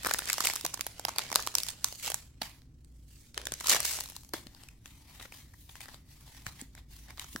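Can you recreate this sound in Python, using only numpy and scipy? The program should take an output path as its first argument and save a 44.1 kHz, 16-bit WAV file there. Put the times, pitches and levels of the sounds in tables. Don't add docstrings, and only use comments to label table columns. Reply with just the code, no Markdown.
import sys
import numpy as np
from scipy import signal
from scipy.fft import rfft, irfft, next_fast_len
from scipy.io import wavfile
from scipy.ndimage import uniform_filter1d, map_coordinates

SR = 44100
rng = np.random.default_rng(int(sys.argv[2]) if len(sys.argv) > 2 else 0)


def int16_out(signal):
    q = np.round(np.clip(np.atleast_2d(signal).T, -1, 1) * 32767)
    wavfile.write(sys.argv[1], SR, q.astype(np.int16))


N = 326340

# (time [s], level before grains [dB], tilt [dB per octave])
FOIL_DRAG = [(0, -51, -1), (.04, -54, -1.5), (.07, -44, -1.5), (.245, -51, -1.5), (.283, -41, -1.5),
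             (.365, -47, 0), (.461, -37, -.6), (.587, -49.5, 0), (.72, -58, -1.5), (1.15, -59, -3),
             (1.21, -48, -3.5), (1.5, -56, -1.5), (1.696, -47, 1.5), (1.744, -61, -2.5), (1.987, -53, 3),
             (2.071, -40, 0), (2.2, -63, -1), (2.345, -77, -2.5), (2.75, -82, 0), (2.85, -76, 2.5),
             (3.07, -73, 2.5), (3.11, -62, 2.5), (3.22, -64, 3), (3.332, -72, 1.5), (3.37, -51, -4),
             (3.44, -62, -4), (3.632, -52, 1), (3.69, -34, 1.5), (3.728, -30, -.5), (3.8, -49, -3),
             (3.835, -44, 0), (3.861, -36.5, 2.5), (3.989, -44, .6), (4.073, -57, 1.5), (4.169, -57, 1.5),
             (4.318, -76, 5)]
# (frequency [Hz], correlation)
NEAR_CORRELATION = [(300, 0.77), (700, 0.8), (1200, 0.55), (2500, 0.38), (7000, 0.048)]
# (frequency [Hz], correlation)
FAR_CORRELATION = [(60, 0.98), (130, 1), (290, .75), (640, 1), (1400, 0)]


def amp(db):
    return 10 ** (np.asarray(db) / 20)


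def unit(x):
    return x / np.sqrt(np.mean(x ** 2) + 1e-20)


def along(points, hz):
    f, v = np.transpose(points)
    return np.interp(np.log(hz + 1), np.log(f + 1), v)


def wobble(rate):
    knots = rng.standard_normal(int(N * rate / SR) + 4)
    return map_coordinates(knots, [np.arange(N) * rate / SR])


def filtered(x, response):
    m = next_fast_len(N + SR // 2)
    spectrum = rfft(x, m) * response(np.fft.rfftfreq(m, 1 / SR))
    return irfft(spectrum, m)[..., :N]


def spread(a, b, hz, correlation):
    turn = np.arccos(np.clip(along(correlation, hz), -1, 1)) / 2
    shared, opposed = np.cos(turn) * a, np.sin(turn) * b
    return np.array([shared + opposed, shared - opposed])


def mode(f, hz, width):
    return 1j * f * width / (hz * hz - f * f + 1j * f * width)


def bursts(s, db, ring_hz, body_db, body_hz, sizzle_db, duration, sharp, broad_db, body_sharp, size=1024):
    t, f = np.arange(size) / SR, np.fft.rfftfreq(size, 1 / SR)
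    draw = rng.standard_normal((len(s), 3, size))
    u = np.maximum(t - .003, 0) / (.0007 * duration)
    lead_in = .07 * np.exp(np.minimum(t - .003, 0) / .0012)
    stop = np.exp(-u ** 3) + .1 * np.exp(-t / .006)
    shape = (lead_in + np.tanh(2.5 * u)) * stop
    slips = shape * amp(1.67 * draw[:, 2])
    force = spread(rfft(draw[:, 0] * slips), rfft(draw[:, 1] * slips), f, NEAR_CORRELATION)
    bounce_s = 0.0009076 * amp(2.5 * draw[:, 2, :1])
    force = force * (1 + 0.31 * np.exp(-2j * np.pi * f * bounce_s))

    patch = mode(f, ring_hz, ring_hz / sharp) + amp(broad_db) * mode(f, 5500, 3500)
    hollow = -mode(f, body_hz, body_hz / body_sharp) + 0.31 * mode(f, 380, 440)
    sizzle = -mode(f, 13600, 11000) ** 2
    total = 0
    for share_db, part in [(0, patch), (body_db, hollow), (sizzle_db, sizzle)]:
        ringing = force * part
        rms = np.sqrt(np.mean(np.abs(ringing) ** 2, axis=(0, 2), keepdims=True))
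        total = total + amp(share_db) * ringing / rms
    pair = irfft(total, size)

    power = uniform_filter1d(np.mean(pair ** 2, axis=0), size=40)
    peak = np.sqrt(power.max(axis=1, keepdims=True))
    scaled = pair * amp(db - 5) / peak
    at = (np.round((s - .0037) * SR).astype(int) + np.arange(size)).ravel()
    return np.array([np.bincount(at, side.ravel(), N + size)[:N] for side in scaled])


def friction(level, tilt, spectrum, grit_db, per_s, clump_db, ring_db):
    chance = per_s * np.sqrt(level / amp(-50.0)) / SR
    size = amp(grit_db * np.minimum(rng.exponential(size=N), 3))
    kicks = (rng.random(N) < chance) * size
    grains = 1 + signal.lfilter([1], [1, -np.exp(-1 / (0.00072 * SR))], kicks)
    noise = grains * amp(clump_db * wobble(90)) * rng.standard_normal((2, N))

    hz, t, z = signal.stft(noise, SR, nperseg=256)
    hz = hz[:, None]
    patches = uniform_filter1d(rng.standard_normal(z.shape[1:]), size=24, axis=1)
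    tilt_db = np.interp(t, np.arange(N) / SR, tilt) * np.log2((hz + 100) / 4000)
    gain = amp(ring_db * unit(patches) + along(spectrum, hz) + tilt_db)
    band = (hz > 1500) & (hz < 9000)
    gain = gain / np.sqrt(np.mean(band * gain ** 2, axis=0))
    colored = spread(z[0], z[1], hz, NEAR_CORRELATION) * gain
    return level * signal.istft(colored, SR, nperseg=256)[1][:, :N]


def small_snaps(drag, count):
    draw = rng.standard_normal((count, 4))
    at = (SR * rng.uniform(.01, FOIL_DRAG[-1][0] - .1, count)).astype(int)
    db = 20 * np.log10(drag[at]) + 8 + 2.5 * draw[:, 0]
    ring_hz = 4800 * amp(3 * draw[:, 1])
    pouch_db = -9 + 5 * draw[:, 2]
    duration = 1.3 * amp(3 * draw[:, 3])
    return np.transpose([at / SR, db, ring_hz, pouch_db, duration])


def foil():
    # (time [s], level, 5 dB over the 0.9 ms RMS peak before panning [dB], ring [Hz],
    # pouch hollow relative to ring [dB], duration [0.7 ms])
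    snap_events = [(.0332, -29, 7350, -4, 2.9), (.048, -18, 2450, 3, 2.2), (.0565, -23.5, 1910, 1, 2.8),
                   (.0616, -17.5, 1800, 2, 1), (.067, -15.5, 1800, 12, 1.4), (.0708, -17, 7400, -4, 2.1),
                   (.088, -24.5, 1790, 6, 3.2), (.094, -24.5, 4500, -3, 5.1), (.1102, -17, 1840, 5.5, 6.5),
                   (.1372, -14.5, 7000, -13, 4), (.1457, -16.5, 1830, 7, 1.1), (.1867, -21, 3900, -20, 3.3),
                   (.1905, -18, 9000, -3, 3.5), (.221, -28, 1830, 18, 1.9), (.2566, -25.5, 6800, -8, 1.9),
                   (.2745, -26, 5000, -5, 1.7), (.287, -23.5, 2680, -10, 2.5), (.2923, -21.5, 2490, -1, 1),
                   (.2992, -15, 2600, -5, 4.2), (.321, -27.5, 7500, -13, 1.4), (.331, -12, 7400, -21, 1.5),
                   (.341, -21.5, 5260, -6, 1.4), (.3819, -19.5, 6000, 1, 3.5), (.4051, -15, 1800, -3, 4.5),
                   (.4403, -23, 6400, -7, 2.5), (.4485, -18, 3280, -11, 5.2),
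                   (.4539, -16.5, 7550, -10, 5.9), (.4712, -10.5, 2660, -21, 2.5),
                   (.4886, -21.5, 7200, -5, 2.6), (.4999, -18, 2340, -9, 1.7), (.536, -22, 7800, -6, 1.9),
                   (.5569, -21.5, 7800, -18, 1.8), (.5611, -18.5, 6750, -9, 2.1),
                   (.6106, -27.5, 4600, -14, 3.7), (.6487, -19, 5730, -3.5, 7.5),
                   (.6643, -17.5, 4600, -14, 1.8), (.7384, -27.5, 6540, 0, 8.4),
                   (.7433, -18.5, 6300, -12, .6), (.7744, -34, 4300, 0, 4.9), (.7938, -30, 3100, 3, 2.6),
                   (.8102, -15.5, 4670, -11, 1.2), (.8667, -20, 10300, -6, 2.3),
                   (.9962, -25.5, 7160, -2, 1.7), (1.0513, -15, 5000, -2.5, 2.5),
                   (1.083, -22.5, 1900, 2.5, 6.8), (1.0915, -22.5, 2340, 0, 2.5),
                   (1.1615, -28.5, 4500, -2, 1.9), (1.1844, -12, 4730, -13, 1.9),
                   (1.1923, -19.5, 5300, -.5, 2.2), (1.2373, -34, 2500, -5, 4.7),
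                   (1.302, -31.5, 2360, -4, 2.8), (1.317, -22.5, 5300, 1, 2.4),
                   (1.3278, -19.5, 2400, -4, 2.1), (1.3434, -25.5, 5400, -9, 1.4),
                   (1.3526, -19, 4400, -14, 1.8), (1.358, -5.5, 4400, -8, 2.5),
                   (1.394, -24.5, 4500, 14, 3.7), (1.402, -25.5, 4700, -14, 2.4),
                   (1.4247, -26.5, 5500, -16, 2.8), (1.4662, -23.5, 7600, -13, 1.7),
                   (1.4731, -17, 4630, -1, 3.1), (1.542, -32.5, 6000, -3, 2.4),
                   (1.5523, -9.5, 5500, -17, 2.7), (1.5842, -13, 4900, -19, 1.8),
                   (1.6026, -23.5, 4000, -15, 2.5), (1.634, -18.5, 5600, -21, 1.8),
                   (1.6666, -28, 4800, -10, 2.1), (1.6856, -22.5, 4240, -17.5, 4.2),
                   (1.6905, -25, 3400, -12.5, 2.5), (1.7027, -29.5, 7100, -16, 5.5),
                   (1.8444, -10, 5950, -9.5, 2.1), (1.886, -29.5, 3600, -13, 1.6),
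                   (1.9256, -29, 5000, -6, 2.2), (2.0614, -24.5, 4900, -20, 5.3),
                   (2.0767, -23.5, 4430, -2.5, 6.3), (2.1006, -22.5, 8600, -7, 6.6),
                   (2.1186, -23.5, 3130, -4, 3.2), (2.144, -14, 7560, -13, 1),
                   (2.8471, -48, 8030, -14.5, 2.2), (3.3442, -37, 4750, -8, 4.2),
                   (3.3776, -18.5, 1810, 1, 2.9), (3.4162, -33, 3100, -5, 1.7),
                   (3.4543, -28.5, 6960, -14, 4.7), (3.4696, -21, 3450, -5, 2.8),
                   (3.5209, -20.5, 7200, -6.5, 2.8), (3.5392, -21.5, 6200, -24, 1.6),
                   (3.6009, -30.5, 3800, -22, 3.7), (3.607, -28, 7200, -3, 7.7),
                   (3.6416, -29.5, 3900, -2, 8.9), (3.6577, -26.5, 4100, -1, 11),
                   (3.6714, -14, 7200, -24, 1.8), (3.683, -18.5, 5600, -5.5, 4.9),
                   (3.6952, -9.5, 6600, -17, 4.3), (3.7184, -13.5, 4530, -6, 4.4),
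                   (3.7252, -17, 3800, -5, 3.4), (3.7472, -15, 4880, -3, 3.6), (3.761, -20.5, 3300, -4, 11),
                   (3.804, -14.5, 8900, -12, 1.6), (3.8496, -19, 9600, -4.5, 3),
                   (3.8533, -16, 4630, -15, 2.4), (3.9883, -27.5, 1800, 5, 2.2),
                   (4.0037, -23, 7000, -14, 2.2), (4.0078, -20.5, 4600, -9, 1.3),
                   (4.038, -31, 10300, -16, 2.6), (4.0585, -32, 4200, -10, 3.9),
                   (4.0879, -37.5, 5040, -8, 3.6), (4.0996, -32, 10300, -10, 3.2),
                   (4.121, -40, 6000, -1, 1.9), (4.1646, -29, 4500, -9, 4), (4.2343, -43.5, 4640, -6, 3.1),
                   (4.248, -41.5, 6000, -7, 2.7), (4.291, -43, 6040, -11, 3.9), (4.336, -22, 4500, -1, 3.2),
                   (4.3408, -23, 1780, 5, 2.3)]
    # (time [s], hollow centre before scatter [Hz], sizzle of a 5 kHz snap [dB])
    grip = [(0, 1350, -2.5), (.2, 1700, -2.5), (.3, 1750, -8), (.38, 950, -4), (1.5, 950, -6),
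            (1.9, 1150, -5), (2.1, 900, -3.5), (3.4, 1550, -14), (3.7, 1100, -6), (4.3, 850, -1.5)]
    # (frequency [Hz], relative level [dB])
    foil_spectrum = [(200, -16.5), (450, -3), (1000, -5), (2000, 1.8), (7500, 3), (11500, -5), (16000, -6)]
    settle_db, settle_db_per_s = -40, 150
    sizzle_db_per_octave = 1.5

    t, (when, level_db, tilt) = np.arange(N) / SR, np.transpose(FOIL_DRAG)
    drag = amp(np.interp(t, when, level_db, right=-120))
    events = np.vstack([snap_events, small_snaps(drag, count=120)])
    s, db, ring_hz, pouch_db, duration = events.T[:, :, None]
    grip_s, hollow_hz, top_db = np.transpose(grip)
    scatter = amp(.8 * rng.standard_normal(s.shape))
    pouch_hz = np.interp(s, grip_s, hollow_hz) * scatter
    sizzle_db = np.interp(s, grip_s, top_db) + sizzle_db_per_octave * np.log2(ring_hz / 5000)
    snaps = bursts(s, db, ring_hz, pouch_db, pouch_hz, sizzle_db, duration,
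                   sharp=8, broad_db=-6, body_sharp=2.5)

    jolt_power = amp(db + settle_db) ** 2 * duration
    jolts = np.bincount((s * SR).astype(int).ravel(), jolt_power.ravel(), N)
    settling = signal.lfilter([1], [1, -amp(-settle_db_per_s / SR) ** 2], jolts)
    level = np.sqrt(drag ** 2 + settling)
    rustle = friction(level, np.interp(t, when, tilt), foil_spectrum,
                      grit_db=2.5, per_s=220, clump_db=2.1, ring_db=3.2)
    return snaps + rustle


def hum():
    # (frequency [Hz], relative level [dB])
    bed_spectrum = [(22, -9.5), (31, -18), (41, -5), (60, -3), (80, -6.5), (135, -6), (190, -16.5),
                    (270, -14.5), (400, -28.5), (700, -39), (1500, -43), (7000, -63), (10000, -66),
                    (16000, -76)]
    # (time [s], mean sine amplitude [dB])
    swell = [(0, -52), (.45, -67), (1.8, -60), (2.299, -58.5), (3.898, -54.5), (4.499, -71.5), (6.2, -64),
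             (6.75, -53), (7.4, -60)]
    a, b = rng.standard_normal((2, N))
    m = next_fast_len(N)
    hz = np.fft.rfftfreq(m, 1 / SR)
    spectra = spread(rfft(a, m), rfft(b, m), hz, FAR_CORRELATION) * amp(along(bed_spectrum, hz))
    bed = unit(irfft(spectra, m)[:, :N])
    level_db = np.interp(np.arange(N) / SR, *np.transpose(swell)) + 3.4 * wobble(5)
    phase = 2 * np.pi * np.cumsum(57 + 4 * wobble(7.2)) / SR
    return amp(-57) * bed + amp(level_db) * np.sin(phase)


def room(x, step=8192):
    # (frequency [Hz], time to decay by 60 dB [s])
    decay = [(300, 0.47), (2000, 0.25), (6000, 0.43), (14000, 0.35)]
    out = np.zeros((2, N + SR))
    for at in range(0, N, step):
        hz, t, z = signal.stft(rng.standard_normal((2, SR // 2)), SR, nperseg=256)
        hz = hz[:, None]
        z = spread(z[0], z[1], hz, FAR_CORRELATION) * amp(-60 * t / along(decay, hz))
        tail = signal.istft(z, SR, nperseg=256)[1][:, :SR // 2]
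        wet = signal.fftconvolve(x[None, at:at + step], tail / np.linalg.norm(tail[0]), axes=1)
        out[:, at + 400:][:, :wet.shape[1]] += wet
    return out[:, :N]


def pats():
    # (time [s], level before onset and decay [dB], frequency [Hz])
    blows = [(0.643, -34, 338), (2.415, -40.5, 235), (3.373, -38, 404), (4.338, -29, 330),
             (4.465, -41, 244), (6.467, -31, 112), (6.621, -35.5, 251), (7.353, -30, 250)]
    out, t = np.zeros(N + SR), np.arange(SR // 10) / SR
    for s, db, hz in blows:
        envelope = amp(db - 60 * t / .036) * (1 - np.exp(-t / .0005))
        out[round(s * SR):][:len(t)] += envelope * np.sin(2 * np.pi * hz * t)
    return out[:N]


def cards():
    # (time [s], level, 5 dB over the 0.9 ms RMS peak before panning [dB],
    # ring [Hz], flex relative to ring [dB], duration [0.7 ms])
    edge_events = [(2.4159, -21, 4600, -3, 10.6), (2.619, -47.5, 4550, -7, 2.1),
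                   (4.469, -36, 4330, -6, 2.7), (4.5484, -41, 4560, -7, 2.7), (4.636, -38, 7800, -3, 1.9),
                   (4.6866, -39, 2620, -23, 4.4), (4.8587, -34, 3060, -7, 2.1),
                   (5.1963, -38.5, 4000, -2, 12), (5.212, -37, 2800, 4, 1.1), (5.2511, -39, 2920, 13, 13),
                   (5.3216, -35.5, 2610, -4.5, 6.5), (5.5349, -47.5, 1920, -8.5, 15),
                   (5.6919, -41, 3630, -5.5, 9.9), (5.7553, -35, 2620, -4, 2.7),
                   (5.806, -34, 2460, -9, 2.8), (5.8579, -38, 1870, -3, 1.6), (5.883, -39, 1900, -5.5, 6.1),
                   (5.8888, -37, 1900, 8, 2.2), (5.9443, -36, 3930, -2.5, 1.9),
                   (6.278, -46, 3870, -3.5, 4.2), (6.466, -23.5, 2480, -3.5, 2.7),
                   (6.6147, -28, 7700, -20.5, 1.6), (6.7508, -40, 1950, -7, 3.8),
                   (6.7768, -42.5, 2170, -2, 4.6), (7.0836, -46, 1940, -2.5, 4.8),
                   (7.1046, -36, 2370, -5.5, 6.5), (7.1748, -38, 4300, -8, 2.7),
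                   (7.18, -37, 4250, 2.5, 4.8), (7.1957, -25.5, 3160, -24, 3.4),
                   (7.2417, -38, 6440, -2, 9.6), (7.3614, -22, 1900, -1, 2.2)]
    # (loudest time [s], level before grains [dB], rise over 20 dB [s],
    # fall over 20 dB [s], tilt [dB per octave])
    slides = [(2.43, -46, .02, .13, 2.5), (4.345, -44.5, .012, .09, 1.5), (4.64, -61, .5, .2, 2.5),
              (4.867, -59, .045, .28, 3.5), (5.17, -57, .3, .1, 2.5), (5.226, -49.5, .05, .08, 3),
              (5.34, -53, .04, .2, 3.5), (5.375, -56.5, .1, .04, 4.5), (5.62, -62, .16, .12, 8),
              (5.717, -56, .06, .07, 5), (5.761, -54, .03, .07, 4), (5.817, -49.5, .025, .09, 3.5),
              (5.937, -56.5, .25, .11, 1.8), (6.102, -62, .06, .3, 4.5), (6.308, -59, .25, .5, 3.5),
              (6.39, -60, .2, .05, 1.2), (6.473, -47.5, .02, .075, 1.8), (6.609, -53.5, .1, .075, 3),
              (6.781, -57.5, .06, .075, 1.2), (6.914, -58.5, .035, .55, 4.5), (7.108, -55.5, .08, .04, -1),
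              (7.206, -49, .035, .14, 2.8), (7.33, -57, .25, .4, 7)]
    # (frequency [Hz], relative level [dB])
    card_spectrum = [(180, 11), (400, -10), (830, 7.5), (1400, -1.5), (1950, 5.5), (2700, -0.5),
                     (3600, 0.5), (10900, -9.5), (16000, -13)]
    s, db, ring_hz, flex_db, duration = np.transpose(edge_events)[:, :, None]
    ticks = bursts(s, db, ring_hz, flex_db, body_hz=600, sizzle_db=-12, duration=duration,
                   sharp=5.6, broad_db=-12, body_sharp=0.54)

    t, fine = np.arange(0, N, 64) / SR, np.arange(N) / SR
    s, db, rise, fall, tilt = np.transpose(slides)[:, :, None]
    drop_db = 20 * np.maximum((s - t) / rise, (t - s) / fall)
    power = amp(db - drop_db) ** 2 + 1e-14
    total = power.sum(axis=0)
    level = np.interp(fine, t, np.sqrt(total))
    mean_tilt = np.interp(fine, t, (tilt * power).sum(axis=0) / total)
    return ticks + friction(level, mean_tilt, card_spectrum, grit_db=2.5, per_s=80, clump_db=1.8, ring_db=3)


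def scene():
    # (time [s], left minus right [dB])
    hand_place = [(0.0, -1), (2.88, -2.5), (4.59, 2.5), (7.4, 0)]
    near = foil() + cards() + pats()
    pan_db = np.interp(np.arange(N) / SR, *np.transpose(hand_place))
    direct = near * amp([pan_db / 2, -pan_db / 2])
    return direct + amp(-16) * room(near[0]) + hum()


def record(dry):
    def response(hz):
        return (hz < 16995) * np.where(hz < 15950, 1, amp(-32))
    return filtered(dry, response)


dry = scene()
out = record(dry)
int16_out(out)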